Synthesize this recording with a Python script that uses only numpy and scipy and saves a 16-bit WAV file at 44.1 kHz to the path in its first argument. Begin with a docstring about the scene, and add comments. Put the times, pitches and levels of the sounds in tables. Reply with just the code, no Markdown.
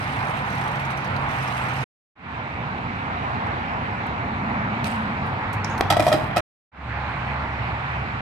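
"""Near bicycle on concrete: it is dropped and its steel frame clatters (struck modes, cracks, scrapes).
Before that it hisses past (gritty noise), freewheel ticking (noise puffs), and lands with a rattle (clicks).
Knocks echo off concrete banks. Behind it a far road roars, rumbles (shaped noise) and drones (resonances).
Three passages parted by silence, the second and third fading in; the last holds only the road."""
import sys
import numpy as np
from scipy import signal
from scipy.fft import rfft, irfft, next_fast_len
from scipy.io import wavfile
from scipy.ndimage import uniform_filter1d

SR = 44100
rng = np.random.default_rng(int(sys.argv[2]) if len(sys.argv) > 2 else 0)


def transcribe(signal):
    """Save signal, clipped to [-1, 1], as a 16-bit WAV file at the path in sys.argv[1]."""
    frames = np.atleast_2d(signal).T
    limited = np.clip(frames, -1, 1)
    pcm = np.round(limited * 32767).astype(np.int16)
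    wavfile.write(sys.argv[1], SR, pcm)


N = 362061

# passages between silences: fade_start_s, fade_length_s, cut_s
PASSAGES = [(-1, .2, 1.842), (2.153, .21, 6.407), (6.716, .21, 8.21)]
# far road, its brightness drifting, mostly brighter where the roar is weak:
# time_s, roar_db, rumble_db, tilt_db_per_octave (of the roar, 800-2400 Hz, then held)
ROAD_LEVELS = [(0, -27.5, -32.5, 1.5), (1.799, -26.5, -32.5, 1), (2.2, -33, -34, 2),
               (3.35, -27.5, -31, 0.76), (4.2, -28, -30.5, 0.5), (5.1, -27.5, -30.5, 1),
               (6.3, -28.5, -29, -0.6), (6.801, -33, -36.5, 2.5), (7.2, -29.5, -34.5, 2.5),
               (8.199, -30.5, -35.5, 2.2)]
# far tyre roar, relative spectrum: freq_hz, level_db_per_hz
ROAR_SPECTRUM = [(180, -38.5), (300, -17.5), (548, -6), (844, 3.5), (1110, -0.5), (1540, -3.5), (2340, -8),
                 (3330, -23.5), (4070, -26.5), (5990, -41), (8540, -47.5), (10100, -72), (12000, -68),
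                 (15600, -80), (22000, -120)]
# low road rumble, relative spectrum: freq_hz, level_db_per_hz
RUMBLE_SPECTRUM = [(15, -56), (25, -25.5), (43, -9), (114, 3.5), (162, -3.5), (227, -3), (365, -13),
                   (500, -16.5), (650, -46.5), (1100, -120)]
# engine drones: start_s, end_s, pitch_hz, width_hz (each of two passes), level_db
ENGINE_DRONES = [(0, 1.4, 137, 9, -36), (1.3, 2.103, 128.4, 10, -32.5), (4.2, 5.326, 213.6, 45, -32),
                 (5.402, 6.101, 98.2, 16, -34), (6.602, 8.3, 69.6, 5.6, -35.5),
                 (6.699, 8.411, 121.2, 31, -35)]
# bearing of the noise beds: time_s, left_lag_ms, left_minus_right_db
NOISE_BEARING = [(0, -0.27, -0.9), (1.8, -0.24, -1), (2.2, 0.19, -0.8), (3.3, 0.36, 0), (5.3, 0.23, 0.5),
                 (6.3, -0.14, 0), (6.75, 0.061, -1.5), (8.2, 0.28, 0)]
# likeness of left and right noise: freq_hz, likeness_0_to_1
LIKENESS = [(60, 1), (300, 0.93), (800, 0.66), (1200, 0.47), (1600, 0.55), (3000, 0.099), (6000, 0.081)]
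# level difference between microphones: freq_hz, left_minus_right_db
MIC_SHADING = [(60, -1.5), (240, -1.5), (480, -1.5), (1890, -1.5), (3770, -10.5), (7520, 3), (15000, 15.5)]
# tyre passes (climb, roll down, landing, skid): start_s, length_s, first_db, last_db
TYRE_PASSES = [(0, 1.6, -44.5, -56), (1.293, 0.52, -48, -43), (4.844, 0.21, -36.5, -59),
               (5.644, 0.24, -47, -71)]
# fallen bicycle skittering: start_s, length_s, first_db, last_db
SLIDE_SPAN = (6, 0.48, -32.5, -36)
# rubber on concrete, relative spectrum: freq_hz, level_db_per_hz
HISS_SPECTRUM = [(1470, -30), (2500, -7), (3830, -20.5), (6190, -23), (6730, -28), (9280, -24.5),
                 (10800, -39), (12000, -31.5), (15000, -50.5)]
# even ticking, rolling down: start_s, end_s, ticks_per_s
COAST_TICKS = (1.2875, 1.84, 42.6)
# pawl tick, relative spectrum: freq_hz, level_db_per_hz
PAWL_SPECTRUM = [(1760, -25), (3000, -1), (4740, -12), (6080, -5), (6730, -14.5), (9170, -11.5),
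                 (10800, -25.5), (12000, -16), (14200, -28), (15000, -64)]
# chain, pedal and peg clicks; at 5.262 s a very faint broad puff of noise:
# start_s, start_level_db, centre_hz, width_hz (each of two passes), t60_s
CLICKS_AND_PUFF = [(.296, -47.5, 9000, 9000, 0.043), (1.164, -30.5, 3900, 1200, 0.019),
                   (1.165, -45, 9000, 9000, .015), (2.69, -57, 6000, 9000, 0.012),
                   (2.784, -55, 6000, 8900, 0.013), (3.471, -47, 4950, 9000, .01),
                   (4.068, -41, 5000, 9000, 0.009), (4.8434, -25.5, 4000, 5000, 0.011),
                   (4.869, -37, 4160, 1200, .04), (4.87, -38.5, 8500, 1200, 0.056),
                   (4.914, -45, 8360, 1200, 0.033), (5.262, -61, 9000, 9000, 0.18),
                   (5.53, -41, 6000, 9050, 0.084), (5.640, -51, 6000, 9000, .03),
                   (5.645, -26, 5600, 1300, 0.03), (5.698, -48, 6500, 1000, 0.35),
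                   (5.778, -35, 4200, 4000, 0.03), (5.785, -50, 11440, 4000, 0.16)]
# frame on concrete: start_s, blow_db, rise_s, share_of_free_t60, scrape_db, favoured_pitch_hz
FRAME_BLOWS = [(5.8091, -3, 0.00018, .06, -13, 850), (5.8117, -10, .0004, .06, -19, 720),
               (5.9012, -20, .002, .4, -12.5, 1290), (5.906, -8, 0.0032, 0.5, -16, 780),
               (5.922, -11.5, 0.0018, .6, -19.5, 760), (5.9675, -8, 0.0016, 0.4, -19, 710),
               (5.995, -6.5, 0.005, 0.45, -16, 680), (6.024, -17, .002, .5, -30.5, 710),
               (6.066, -7.5, 0.0012, .8, -24.5, 650), (6.080, -7.5, 0.0014, 0.6, -23.5, 710),
               (6.116, -9, 0.003, 0.6, -24, 620), (6.126, -11, 0.0021, 0.88, -20.5, 620),
               (6.140, -8.5, .002, 0.29, -25.5, 320), (6.362, -14, .002, 0.25, -18, 1000),
               (6.3675, -9.5, 0.004, 0.42, -16, 637), (6.379, -16.5, .0015, .5, -23, 677)]
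# modes of steel frame and tyres ringing free: freq_hz, relative_level_db, t60_s
FRAME_MODES = [(151, 6.5, 0.083), (316, -1, 0.26), (623, 4, 0.14), (657.4, 8.5, 0.1), (703, 6.5, 0.11),
               (797, -1, 0.13), (881, 2.5, .08), (1295, 3.5, 0.1), (1920, -10.5, 0.1), (2464, -1.5, 0.095),
               (3263, -11, 0.074), (3970, -15, 0.055), (4920, -8.5, 0.03), (5600, -15.5, .05)]
# steel scraping concrete, relative spectrum: freq_hz, level_db_per_hz
SCRAPE_SPECTRUM = [(450, -40), (700, -13), (1600, -16.5), (2400, -19), (3500, -23), (5700, -29.5),
                   (8500, -25.5), (10300, -33.5), (12000, -29), (14500, -51.5), (15500, -56.5)]

TOUCH_S, LIFT_S = .005, .077  # hiss fade in, fade out
# slowing freewheel: first tick, rate then, time to lose 63% of the speed
CLIMB_START_S, CLIMB_TICKS_PER_S, SLOWING_S, CLIMB_TICKS = .4764, 43.8, .445, 15
CLIMB_DB, SOFT_START_DB, SWELL_S = -39.5, -7.5, .08  # first ticks softer
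COAST_DB = -46
CATCHES_PER_S, CATCH_SPREAD_DB, CATCH_T60_S = 450, 2.0, .025
SLIDE_DULL_HZ = 2200  # treble above this fades as the slide slows
FREE_SCRAPE_T60_S = .13  # shortened by the ground, as the ring is
SPOT_DB_PER_OCTAVE, SPOT_FLOOR_DB = -55.5, -10.5  # loss away from the favoured pitch
CRACK_DB, CRACK_S = -1.5, .00018  # push of first contact; a slower rise weakens it
RATTLE_DB = 2.5  # loose parts make the scrape stutter
RASP_RELATIVE_WIDTH, BETWEEN_MODES_DB = .03, -8
DETUNE_RATIO = .02  # ground contact shifts modes above 1 kHz
ECHO_DB, ECHO_T60_S, ECHO_DULL_HZ = -5, .42, 3500
BASS_CUT_HZ, EDGE_HZ = 45, 15300


def gain_of(db):
    """Decibels to amplitude."""
    return 10 ** (np.asarray(db) / 20)


def evened(x):
    """Scales to rms 1."""
    return x / np.sqrt(np.mean(x ** 2) + 1e-20)


def read(points, hz):
    """Interpolates a spectrum table on a log-frequency axis."""
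    f, value = np.transpose(points)
    return np.interp(np.log(hz + 1), np.log(f + 1), value)


def add(mix, start_s, sound):
    """Mixes a sound in at a time, trimmed to fit."""
    part = mix[..., round(start_s * SR):][..., :sound.shape[-1]]
    part += sound[..., :part.shape[-1]]


def band(x, hz, width_hz):
    """One-pole resonance of gain 1: shift to 0 Hz, smooth, shift back."""
    turn = np.exp(2j * np.pi * hz * np.arange(x.shape[-1]) / SR)
    r = np.exp(-np.pi * max(width_hz, 1) / SR)
    return 2 * (turn * signal.lfilter([1 - r], [1, -r], x / turn)).real


def wash(spectrum, patchy_db, size, tilt=((0, 0),)):
    """Two-microphone noise from one bearing: partly alike, one side delayed, with drifting patches."""
    hop = size // 4
    frames, hz = N // hop + 5, np.fft.rfftfreq(size, 1 / SR)[:, None]
    t = np.arange(frames) * hop / SR
    a, b, c, d, patches = rng.standard_normal((frames, len(hz), 5)).T
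    patches = uniform_filter1d(patches, size=size // 50, axis=0)
    patches = evened(uniform_filter1d(patches, size=16, axis=1))

    time_s, lag_ms, lean_db = np.transpose(NOISE_BEARING)
    lag_s = np.interp(t, time_s, lag_ms) / 1000
    lean = gain_of(np.interp(t, time_s, lean_db) / 2)
    same = np.clip(read(LIKENESS, hz), 0, 1)
    left = a + 1j * b
    right = same * left * np.exp(2j * np.pi * hz * lag_s) + np.sqrt(1 - same ** 2) * (c + 1j * d)

    octaves = np.log2(np.clip(hz / 800, 1, 3))
    tilt_db = octaves * np.interp(t, *np.transpose(tilt))
    z = np.array([left * lean, right / lean])
    z = z * gain_of(read(spectrum, hz) + tilt_db + patchy_db * patches)
    return evened(signal.istft(z, nperseg=size, noverlap=size - hop)[1][:, :N])


def road():
    """Roar of far tyres, low rumble, and wavering engine drones swelling out of it."""
    time_s, roar_db, rumble_db, tilt = np.transpose(ROAD_LEVELS)
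    t = np.arange(N) / SR
    roar = wash(ROAR_SPECTRUM, 1.17, size=1024, tilt=np.transpose([time_s, tilt]))
    rumble = wash(RUMBLE_SPECTRUM, .7, size=2048)
    out = gain_of(np.interp(t, time_s, roar_db)) * roar
    out = out + gain_of(np.interp(t, time_s, rumble_db)) * rumble
    for start_s, end_s, hz, width_hz, db in ENGINE_DRONES:
        noise = rng.standard_normal(2 * SR)[:round((end_s - start_s) * SR)]
        drone = band(band(noise, hz, width_hz), hz, width_hz)
        # an engine holds its level better than noise
        envelope = abs(signal.hilbert(drone, 2 * SR)[:len(drone)])
        drone = drone / np.sqrt(envelope + 1e-9)
        fade = signal.windows.tukey(len(noise), .25)
        add(out, max(start_s, 0), gain_of(db) * evened(drone) * fade)
    return out


def ramps(x):
    """Sparse dull echoes off the concrete banks, other ones at each microphone."""
    at = np.arange(300, 16000, 20) + rng.integers(0, 20, (2, 785))
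    taps = np.zeros((2, 16100))
    strength = rng.choice([-1., 1.], at.shape) * gain_of(-60 * at / SR / ECHO_T60_S)
    np.put_along_axis(taps, at, strength, 1)
    taps = taps / np.linalg.norm(taps[0])
    taps = signal.lfilter(*signal.butter(1, ECHO_DULL_HZ, fs=SR), taps)
    return signal.oaconvolve(x, taps, axes=1)[:, :N]


def tyres():
    """Gritty hiss of rubber on concrete, heard only in the close passes."""
    t, near = np.arange(N) / SR, np.zeros(N)
    for start_s, length_s, first_db, last_db in TYRE_PASSES:
        u = t - start_s
        contact = np.interp(u, [-TOUCH_S, 0, length_s, length_s + LIFT_S], [0, 1, 1, 0])
        near = near + contact * gain_of(np.interp(u, [0, length_s], [first_db, last_db]))
    grit = gain_of(2.6 * evened(uniform_filter1d(rng.standard_normal(N), size=150)))
    return near * grit * wash(HISS_SPECTRUM, 2.5, size=256)


def freewheel():
    """Pawl drops as noise puffs, softened as by pawls not quite together; slowing uphill, even downhill."""
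    start_s, end_s, rate = COAST_TICKS
    even = []
    for k, (shift, more) in enumerate(rng.standard_normal((40, 2))):
        if k < (end_s - start_s) * rate:
            even.append((start_s + k / rate + .0017 * shift, COAST_DB + 2.2 * more))

    # tick times under exponentially falling speed
    left = 1 - np.arange(CLIMB_TICKS) / (CLIMB_TICKS_PER_S * SLOWING_S)
    since_s = -SLOWING_S * np.log(np.maximum(left, 1e-3))
    climb_s = CLIMB_START_S + since_s + .003 * rng.standard_normal(CLIMB_TICKS)
    climb_db = CLIMB_DB + SOFT_START_DB * np.exp(-since_s / SWELL_S)
    climb_db = climb_db + 1.1 * rng.standard_normal(CLIMB_TICKS)

    t, shape = np.arange(1600) / SR, np.zeros(N)
    puff = (1 - np.exp(-t / .002)) * gain_of(-60 * t / .074)
    for tick_s, db in [*zip(climb_s, climb_db), *even]:
        add(shape, tick_s, gain_of(db) * puff)
    return shape * wash(PAWL_SPECTRUM, 2.5, size=256)


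def clicks():
    """Small steel parts knock, a sharp start and a short noisy ring; one faint puff is made likewise."""
    out, t = np.zeros((2, N)), np.arange(4000) / SR
    for start_s, db, hz, width_hz, t60_s in CLICKS_AND_PUFF:
        shared, *own = rng.standard_normal((3, len(t)))
        noise = .75 * shared + np.array(own)
        ring = evened(band(band(noise, hz, width_hz), hz, width_hz))
        decay = gain_of(db - 60 * t / max(t60_s, .003))
        add(out, start_s, decay * np.minimum(t / .0007, 1) * ring)
    return out


def rasped(noise, mode_hz, mode_db):
    """Scrape noise coloured by the frame's modes."""
    hz = np.fft.rfftfreq(noise.shape[-1], 1 / SR)
    peaks = gain_of(mode_db) / (1 + ((hz / mode_hz - 1) / RASP_RELATIVE_WIDTH) ** 2)
    colour = gain_of(read(SCRAPE_SPECTRUM, hz)) * (gain_of(BETWEEN_MODES_DB) + peaks.sum(0))
    return evened(irfft(rfft(noise) * colour, noise.shape[-1]))


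def slide():
    """Pegs, pedal and bars catch on the rough concrete at random, each catch a short rasp."""
    start_s, length_s, first_db, last_db = SLIDE_SPAN
    t = np.arange(round(length_s * SR)) / SR
    chance, size = rng.random(SR)[:len(t)], rng.exponential(1, SR)[:len(t)]
    catches = (chance < CATCHES_PER_S / SR) * gain_of(CATCH_SPREAD_DB * np.minimum(size, 3))
    # catches add in power
    power = signal.oaconvolve(catches ** 2, gain_of(-120 * t[:2000] / CATCH_T60_S))[:len(t)]
    grain = np.sqrt(power.clip(0))
    scrape = rasped(rng.standard_normal((2, SR)), np.array(FRAME_MODES)[:, :1], -8.0)
    rasp = evened(grain * scrape[:, :len(t)])
    slowed = t / length_s
    dull = signal.lfilter(*signal.butter(2, SLIDE_DULL_HZ, fs=SR), rasp)
    rasp = (1 - slowed) ** 2 * rasp + slowed * 2 * dull
    out = np.zeros((2, N))
    add(out, start_s, rasp * gain_of(first_db + (last_db - first_db) * slowed))
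    return out


def crash():
    """Each blow cracks, swells up in the frame's modes, held down by the ground, with a scrape of steel."""
    out, t = np.zeros((2, N)), np.arange(6000) / SR
    free_hz, mode_db, mode_t60_s = np.transpose(FRAME_MODES)[:, :, None]
    side_db = np.array([[1.5], [-1.5]])  # a little to the left
    for start_s, db, rise_s, free, scrape_db, spot_hz in FRAME_BLOWS:
        # each spot excites the modes differently
        struck, turn, shift = rng.standard_normal((3, len(FRAME_MODES), 1))
        free, rise_s = max(free, .02), max(rise_s, .0001)
        hz = free_hz * (1 + DETUNE_RATIO * shift * (free_hz > 1000))
        spot_db = np.maximum(SPOT_DB_PER_OCTAVE * abs(np.log2(hz / spot_hz)), SPOT_FLOOR_DB)
        decay = gain_of(mode_db + spot_db + 2.0 * struck - 60 * t / (mode_t60_s * free))
        modes = decay * np.sin(2 * np.pi * hz * t + .45 * turn)
        swell = 1 - np.exp(-t / rise_s)
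        ring = -modes.sum(0) * swell

        u = t / CRACK_S - 3.5
        crack = gain_of(CRACK_DB) * min(CRACK_S / rise_s, 1) * (u ** 2 - 1) * np.exp(-u ** 2 / 2)

        rattle = gain_of(RATTLE_DB * evened(uniform_filter1d(rng.standard_normal(len(t)), size=120)))
        shared, *own = rng.standard_normal((3, len(t)))
        scrape = rasped(.81 * shared + np.array(own), hz, 2.1 * struck)
        scrape = scrape * gain_of(scrape_db - 60 * t / (FREE_SCRAPE_T60_S * free))

        blow = gain_of(db + side_db) * (ring / abs(ring).max() + crack)
        add(out, start_s, blow + np.sqrt(swell) * rattle * scrape)
    return out


def scene():
    """Road behind, bicycle in front; only its knocks echo."""
    knocks = clicks() + crash() + slide()
    echoes = gain_of(ECHO_DB) * ramps(knocks)
    return road() + tyres() + freewheel() + knocks + echoes


def record(dry):
    """Microphone shading and bass cut, linear fade-ins and hard cuts, then the band limit."""
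    size = next_fast_len(N + SR)
    hz = np.fft.rfftfreq(size, 1 / SR)
    shade = gain_of(read(MIC_SHADING, hz) / 2)
    response = np.array([shade, 1 / shade]) / np.sqrt(1 + (BASS_CUT_HZ / (hz + 1)) ** 4)
    padded = np.pad(dry, ((0, 0), (0, size - N)), "reflect")
    shaded = irfft(rfft(padded) * response, size)[:, :N]

    t, fader = np.arange(N) / SR, np.zeros(N)
    for start_s, fade_s, cut_s in PASSAGES:
        fader += np.clip((t - start_s) / fade_s, 0, 1) * np.clip((cut_s - t) / .0025, 0, 1)
    lowpass = signal.firwin(511, EDGE_HZ, window=("kaiser", 9), fs=SR)
    return signal.oaconvolve(shaded * fader, lowpass[None], "same")


dry = scene()
out = record(dry)
transcribe(out)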